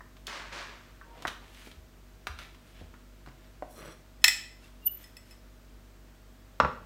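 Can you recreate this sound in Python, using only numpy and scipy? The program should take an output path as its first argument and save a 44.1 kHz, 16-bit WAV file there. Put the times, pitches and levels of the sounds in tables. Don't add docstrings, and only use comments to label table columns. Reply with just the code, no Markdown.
import sys
import numpy as np
from scipy import signal
from scipy.fft import rfft, irfft, next_fast_len
from scipy.io import wavfile

SR = 44100
rng = np.random.default_rng(int(sys.argv[2]) if len(sys.argv) > 2 else 0)


def unload_audio(sound):
    columns = np.transpose(np.atleast_2d(sound))
    steps = np.round(np.clip(columns, -1, 1) * 32767)
    wavfile.write(sys.argv[1], SR, steps.astype(np.int16))


N = 302349


def amp(db):
    return 10 ** (np.asarray(db) / 20)


def unit(x):
    return x / np.sqrt(np.mean(x ** 2) + 1e-20)


def along(points, hz):
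    f, v = np.transpose(points)
    return np.interp(np.log(hz + 1), np.log(f + 1), v)


def seconds(size):
    return np.arange(size) / SR


def add(track, s, sound):
    start = max(0, round(s * SR))
    track[start:start + len(sound)] += sound[:max(0, N - start)]


def wobble(rate):
    points = rng.standard_normal(int(N * rate / SR) + 4)
    fine = signal.resample_poly(points, 8, 1)
    return np.interp(np.arange(N) * rate / SR, np.arange(len(fine)) / 8, fine)


def filtered(x, response):
    size = 2 * next_fast_len(len(x) // 2 + 1024, real=True)
    hz = np.fft.rfftfreq(size, 1 / SR)
    return irfft(rfft(x, size) * response(hz), size)[:len(x)]


def band(hz, lo_hz, hi_hz):
    low_edge = 1 + (lo_hz / (hz + 1)) ** 6
    high_edge = 1 + (hz / hi_hz) ** 6
    return 1 / np.sqrt(low_edge * high_edge)


def causal(gain):
    cepstrum = irfft(np.log(np.maximum(gain, 1e-6)))
    cepstrum[1:len(cepstrum) // 2] *= 2
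    cepstrum[len(cepstrum) // 2 + 1:] = 0
    return np.exp(rfft(cepstrum))


def blow(x):
    return x / np.sqrt(np.sum(x ** 2) / (.003 * SR))


def crack(spectrum, t60, sharp):
    t = seconds(SR // 10)
    scatter = blow(rng.standard_normal(len(t)) * amp(-60 * t / max(t60, .003)))
    push = blow(1. * (t == 0))
    coloured = filtered(scatter + sharp * push, lambda hz: causal(amp(along(spectrum, hz))))
    return np.pad(blow(coloured), (0, SR // 2 - len(t)))


def ring(modes, pitch, damping):
    t = seconds(SR // 2)
    total = np.zeros(len(t))
    for hz, db, t60 in modes:
        strength_db = db + rng.normal(0, 3.4)
        decay = amp(strength_db - 60 * t * damping / t60)
        total += decay * rng.choice([-1, 1]) * np.sin(2 * np.pi * hz * pitch * t)
    return blow(total)


def tilt(x, lift_db, pivot_hz):
    return blow(filtered(x, lambda hz: causal(amp(lift_db * np.log2((hz + 200) / pivot_hz)))))


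def in_room(x, wet_db):
    # frequency in Hz, time to fall by 60 dB in seconds.
    echo_times = [(100, 0.66), (500, 0.42), (2000, 0.46), (6000, 0.44), (14000, 0.34)]
    hz, t, noise = signal.stft(rng.standard_normal(SR // 2), SR, nperseg=256)
    decay = amp(-60 * t / along(echo_times, hz)[:, None])
    tail = signal.istft(noise * decay, SR, nperseg=256)[1]
    tail *= 1 - np.exp(-(seconds(len(tail)) / 0.0061) ** 2)
    return x + amp(wet_db) * signal.fftconvolve(x, tail / np.linalg.norm(tail))[:len(x)]


def slips(rate, smooth):
    clicks = unit((rng.random(N) < rate / SR) * rng.standard_normal(N))
    return unit(clicks + smooth * rng.standard_normal(N))


def stroke(s, attack_s, hold_s, release_db_per_s):
    t = seconds(N) - s
    swell = np.exp(-(np.minimum(t, 0) / attack_s) ** 2)
    return swell * amp(-release_db_per_s * np.maximum(t - hold_s, 0))


def background():
    # frequency in Hz, rms level in dB.
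    hum_tones = [(48.4, -55.5), (96.9, -65.5), (145.3, -70.5), (193.8, -72.5), (242.2, -68), (344.5, -74),
                 (489.9, -84.5), (635.2, -73)]
    # frequency in Hz, relative level in dB.
    air_colour = [(25, -29), (53, -7.5), (72, -22.5), (102, -20), (217, -25.5), (249, -17.5), (270, -22.5),
                  (641, -29), (754, -31), (1440, -31.5), (1890, -34.5), (8000, -42.5), (10500, -49),
                  (12500, -44.5), (16000, -45.5)]
    air_db = -62
    t, drift_s = seconds(N), 0.00024 * wobble(5.3)
    hum = np.zeros(N)
    for hz, db in hum_tones:
        hum += amp(db) * np.sqrt(2) * np.sin(2 * np.pi * (hz * (t + drift_s) + rng.random()))
    air = filtered(rng.standard_normal(N), lambda hz: amp(along(air_colour, hz)))
    return hum + amp(air_db) * air / np.std(filtered(air, lambda hz: hz > 300))


def tray_rocks():
    # start in seconds, level in dB before a lift of 2.5 dB, frequency in Hz.
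    rocks = [(1.271, -52, 72), (1.759, -46, 75.4), (2.291, -37.5, 72.5), (2.816, -45.5, 79.6),
             (3.271, -49.5, 131.6), (3.85, -59, 148), (6.61, -38, 66.5)]
    t60_s = 0.33
    out, t = np.zeros(N), seconds(SR // 2)
    for s, db, hz in rocks:
        decay = amp(db + 2.5 - 60 * t / t60_s)
        soft_start = 1 - np.exp(-t / 0.008)
        add(out, s, decay * soft_start * np.sin(2 * np.pi * hz * t))
    return out


def tray_creak():
    swell = np.exp(-((seconds(N) - 1.105) / 0.048) ** 2)
    phase = 2 * np.pi * np.cumsum(930 * (1 + 0.012 * wobble(120))) / SR
    return in_room(amp(-56) * swell * np.sin(phase), wet_db=2)


def tray_taps():
    # start in seconds, level in dB before a cut of 2 dB, then low thud and
    # treble snap, both in dB against the tray's middle band before small offsets per pitch.
    taps = [(0.007, -40, -9, -38), (0.168, -49.5, -18, -2), (0.269, -31.5, -18, 26), (1.013, -41, -42, -36),
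            (1.223, -38.5, 1, 3.5), (1.252, -23, -12, -21.5), (1.272, -35, -18, 20),
            (1.279, -26.5, -9.5, -1), (1.547, -51, -6, 9), (1.672, -40.5, 21, 8), (1.715, -45, -5, 4),
            (2.270, -25.5, -13, -7.5), (2.389, -36.5, -38, -3.5), (2.547, -50, -21, -1),
            (2.813, -38.5, 35, -8), (2.939, -47, -11, -19), (3.262, -45, -10, -7.5), (3.274, -41, 15, -10),
            (3.286, -49, -1, -5)]
    t60_s = 0.05
    fizz_db = -10.5
    out = np.zeros(N)
    for s, db, thud_db, snap_db in taps:
        colour = [
            (50, thud_db - 14), (170, thud_db - 1.5), (600, 0.72 * thud_db - 0.5), (900, 0.3 * thud_db - 1),
            (1200, 1), (1850, -2.5),
            (3100, snap_db - 2.0), (5800, snap_db - 11.0),
            (9000, snap_db + fizz_db - 9.5), (15000, snap_db + fizz_db - 15.0)]
        tap = crack(colour, t60_s, sharp=0.6)
        add(out, s, amp(db - 2) * in_room(tap, wet_db=-6))
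    return out


def tray_slide():
    # time of full speed in seconds, hold in seconds, level in dB.
    shoves = [(0.288, 0.087, -41.5), (0.534, 0.063, -41)]
    # frequency in Hz, level in dB.
    slide_body = [(88, -34), (150, -7), (219, -11.5), (410, -4), (477, -9.5), (577, -1), (623, -9),
                  (685, -3.5), (782, -9.5), (928, -1.5), (1740, -0.5), (5850, -15), (14000, -38.5)]
    attack_s, coast_db_per_s = 0.016, 69
    hiss_db, hiss_growth = 14, 1.666
    grit = filtered(slips(2500, smooth=1.0), lambda hz: amp(along(slide_body, hz)) * band(hz, 60, 8500))
    hiss = unit(filtered(slips(1600, smooth=1.0), lambda hz: band(hz, 3900, 5000)))
    pushes = [amp(db) * stroke(s, attack_s, hold_s, coast_db_per_s) for s, hold_s, db in shoves]
    speed = np.max(pushes, axis=0)
    return speed * unit(in_room(grit, wet_db=-10.5)) + amp(hiss_db) * speed ** hiss_growth * hiss


def worktop_knocks():
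    # start in seconds, level in dB, pitch factor, treble lift in dB per octave,
    # clatter in dB, thud (bass lift of the clatter) in dB.
    knocks = [(1.2525, -29, 0.584, -1.5, 12, -9.5), (3.6237, -28.5, 0.5, 1.5, 11, -13),
              (6.601, -10, 0.97, 0.5, -5.5, -2.5), (6.633, -25, 0.99, -4, -5, 4.5),
              (6.6487, -18.5, 0.96, -2.5, -3.5, 0.5)]
    # frequency in Hz before the pitch factor,
    # level in dB, time to fall by 60 dB in seconds before damping.
    worktop = [(124, -25, .14), (195.5, -29.5, 0.23), (256, -25, 0.098), (512, -15.5, 0.042),
               (590, -9, 0.031), (987, -12, 0.026), (1117, -4, 0.031), (1140, -1.5, 0.033),
               (1406, -3, 0.034), (2020, -13, 0.017), (3370, -22, 0.03), (5640, -31, 0.05),
               (7650, -50, .11)]
    # frequency in Hz before the pitch factor, level in dB.
    clatter_colour = [(40, -27.5), (70, -10), (170, 0), (250, -6), (360, -8.5), (540, -3.5), (780, -5.5),
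                      (1150, 3), (1400, -2), (1750, -8.5), (2400, -14), (3300, -22.5), (4900, -30.5),
                      (5400, -31), (6300, -37), (15000, -62)]
    out = np.zeros(N)
    for s, db, pitch, lift_db, clatter_db, thud_db in knocks:
        colour = [(hz * pitch, level_db + thud_db * band(hz, 0, 450)) for hz, level_db in clatter_colour]
        clatter = crack(colour, t60=0.044, sharp=1.0)
        hit = amp(-5.5) * ring(worktop, pitch, damping=1.07) + amp(clatter_db) * clatter
        add(out, s, amp(db) * in_room(tilt(hit, lift_db, pivot_hz=1000), wet_db=-8.0))
    return out


def fork_rub():
    # time of the peak in seconds, rise in seconds,
    # level of the scrape in dB, brightness in dB (less drag, more crumbs).
    rubs = [(1.11, 0.06, -71, -17), (1.2, 0.048, -57.5, -8.5), (1.44, 0.037, -66.5, -14),
            (1.665, 0.17, -56.5, 6.5), (2.42, 0.035, -50, -1.5), (2.70, 0.05, -64.5, 6),
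            (2.81, 0.054, -60.5, -3.5), (2.96, 0.04, -74, -10), (3.46, 0.085, -67, 0),
            (4.65, 0.038, -60, 5.5), (5.04, 0.088, -63, 10.5), (5.305, 0.061, -65.5, 9)]
    drag = unit(filtered(slips(640, smooth=0.68), lambda hz: band(hz, 200, 1020)))
    scrape = unit(filtered(slips(900, smooth=.8), lambda hz: band(hz, 1370, 3300)))
    crumbs = unit(filtered(slips(1200, smooth=0.98), lambda hz: band(hz, 4000, 11000)))
    out = np.zeros(N)
    for s, rise_s, db, bright_db in rubs:
        mix = amp(-6.5 - bright_db) * drag + scrape + amp(-12.5 + bright_db) * crumbs
        out += amp(db) * stroke(s, rise_s, hold_s=0, release_db_per_s=210) * mix
    return in_room(out, wet_db=-5.5)


def tine_scrape():
    # frequency in Hz, width in Hz, level in dB.
    tines = [(3420, 56, -3), (4140, 50, 0), (5550, 65, -4), (5800, 100, -2.5), (7850, 45, -1.5),
             (9030, 90, -8.5), (9480, 90, -10)]
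    # frequency in Hz, level in dB.
    groan_colour = [(71, -34), (120, -6), (238, -2.5), (274, -15), (311, -3), (608, -4), (781, -14),
                    (1230, -6.5), (5000, -26), (6500, -55), (11000, -120)]
    start_s, hold_s, scrape_db = 3.725, 0.205, -59
    groan_start_s, groan_hold_s, groan_db = 3.815, 0.078, -48
    crumbs_first, crumbs_last = 0.79, 0.18

    def steel(hz):
        return sum(amp(db) * 1j * hz * width / (centre * centre - hz * hz + 1j * hz * width)
                   for centre, width, db in tines)

    song = unit(filtered(slips(550, smooth=.4), steel))
    crumbs = unit(filtered(slips(1500, smooth=.7), lambda hz: band(hz, 8000, 12500)))
    groan = unit(filtered(slips(700, smooth=.7), lambda hz: amp(along(groan_colour, hz))))
    share = np.interp(seconds(N), [start_s, start_s + hold_s], [crumbs_first, crumbs_last])
    flicker = amp(2 * wobble(40))
    scrape = (share * crumbs + np.sqrt(1 - share) * song) * flicker
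    pull = amp(scrape_db) * stroke(start_s, 0.03, hold_s, release_db_per_s=700)
    bend = amp(groan_db) * stroke(groan_start_s, 0.046, groan_hold_s, release_db_per_s=250.5)
    return in_room(pull * scrape + bend * groan, wet_db=-7.5)


def fork_squeak():
    # time of the peak in seconds, level in dB before an overall
    # cut of 14.5 dB, frequency in Hz, half-length in seconds.
    squeaks = [(4.646, -42, 2700, 0.0085), (4.838, -43, 2800, 0.014), (4.877, -20.5, 2902, 0.0046),
               (4.876, -35, 8450, 0.0047), (4.875, -29.5, 11220, 0.0087), (4.871, -4, 14005, 0.009)]
    t = seconds(N)
    wavering_time = np.cumsum(1 + 0.004 * wobble(400)) / SR
    tone = np.zeros(N)
    for s, db, hz, length_s in squeaks:
        distance = np.minimum(np.abs(t - s) / length_s, 20)
        swell = np.exp(-distance ** 2) + 0.2 * np.exp(-distance)
        tone += amp(db) * swell * np.sin(2 * np.pi * hz * wavering_time)
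    return in_room(amp(-14.5) * tone, wet_db=-11)


def plate_clinks():
    # start in seconds, level in dB, crack in dB,
    # treble lift in dB per octave, damping factor.
    clinks = [(4.219, -50, -13, 2, 0.83), (4.2418, -5.5, 5, 1, 2.3), (4.2805, -11.5, 3, 1.5, 2.3),
              (5.041, -45, -7, 4.5, 3.2), (5.1682, -41.5, -6, 6, 2.4), (5.309, -47.5, -11, 5.5, 1.7),
              (5.325, -54, -2, 5, 2.3)]
    # frequency in Hz, level in dB,
    # time to fall by 60 dB in seconds before the damping factor.
    china = [(1030, -13, 0.08), (1450, -22, 0.52), (1820, -7.5, 0.18), (1900, -4, 0.22), (1959, -0.5, 0.19),
             (2038, -12, 0.9), (2560, -9, .15), (2570, -7, 0.18), (2520, -15, 0.16), (3048, -10, 0.071),
             (3300, -12.5, 0.2), (3456, -11, .24), (3532, -10.5, .2), (4270, -19, .18), (5190, -2, .19),
             (5250, -4.5, 0.17), (5400, -10, .3), (7150, -19, 0.08), (7550, -11.5, 0.14), (7830, -17, 0.33),
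             (9610, -10, .13), (9700, -17.5, 0.21), (12800, -17.5, 0.2)]
    # frequency in Hz, level in dB.
    crack_colour = [(120, -68), (200, -44.5), (1000, -18.5), (1560, -20.5), (1940, 1), (2170, -13.5),
                    (2560, 0.5), (2800, -13), (3400, -12), (4200, -12.5), (4680, -20.5), (5330, -3.5),
                    (5840, -24.5), (7830, -15.5), (8900, -25), (13300, -28.5), (16000, -25)]
    out = np.zeros(N)
    for s, db, crack_db, lift_db, damping in clinks:
        tones = ring(china, pitch=1, damping=damping)
        hit = tones + amp(crack_db) * crack(crack_colour, t60=.03, sharp=0.33)
        add(out, s, amp(db) * in_room(tilt(hit, lift_db, pivot_hz=3000), wet_db=-9.0))
    return out


def scene():
    tray = tray_taps() + tray_rocks() + tray_slide() + tray_creak()
    fork = fork_rub() + tine_scrape() + plate_clinks() + fork_squeak()
    return (tray + fork + worktop_knocks() + background())[None]


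def record(dry):
    top_hz = 15850

    def passed(hz):
        return np.clip((hz - 25) / 18, 0, 1) * np.clip((top_hz - hz) / 200 + .5, 0, 1)

    return np.array([filtered(np.clip(x, -1, 1), passed) for x in dry])


dry = scene()
out = record(dry)
unload_audio(out)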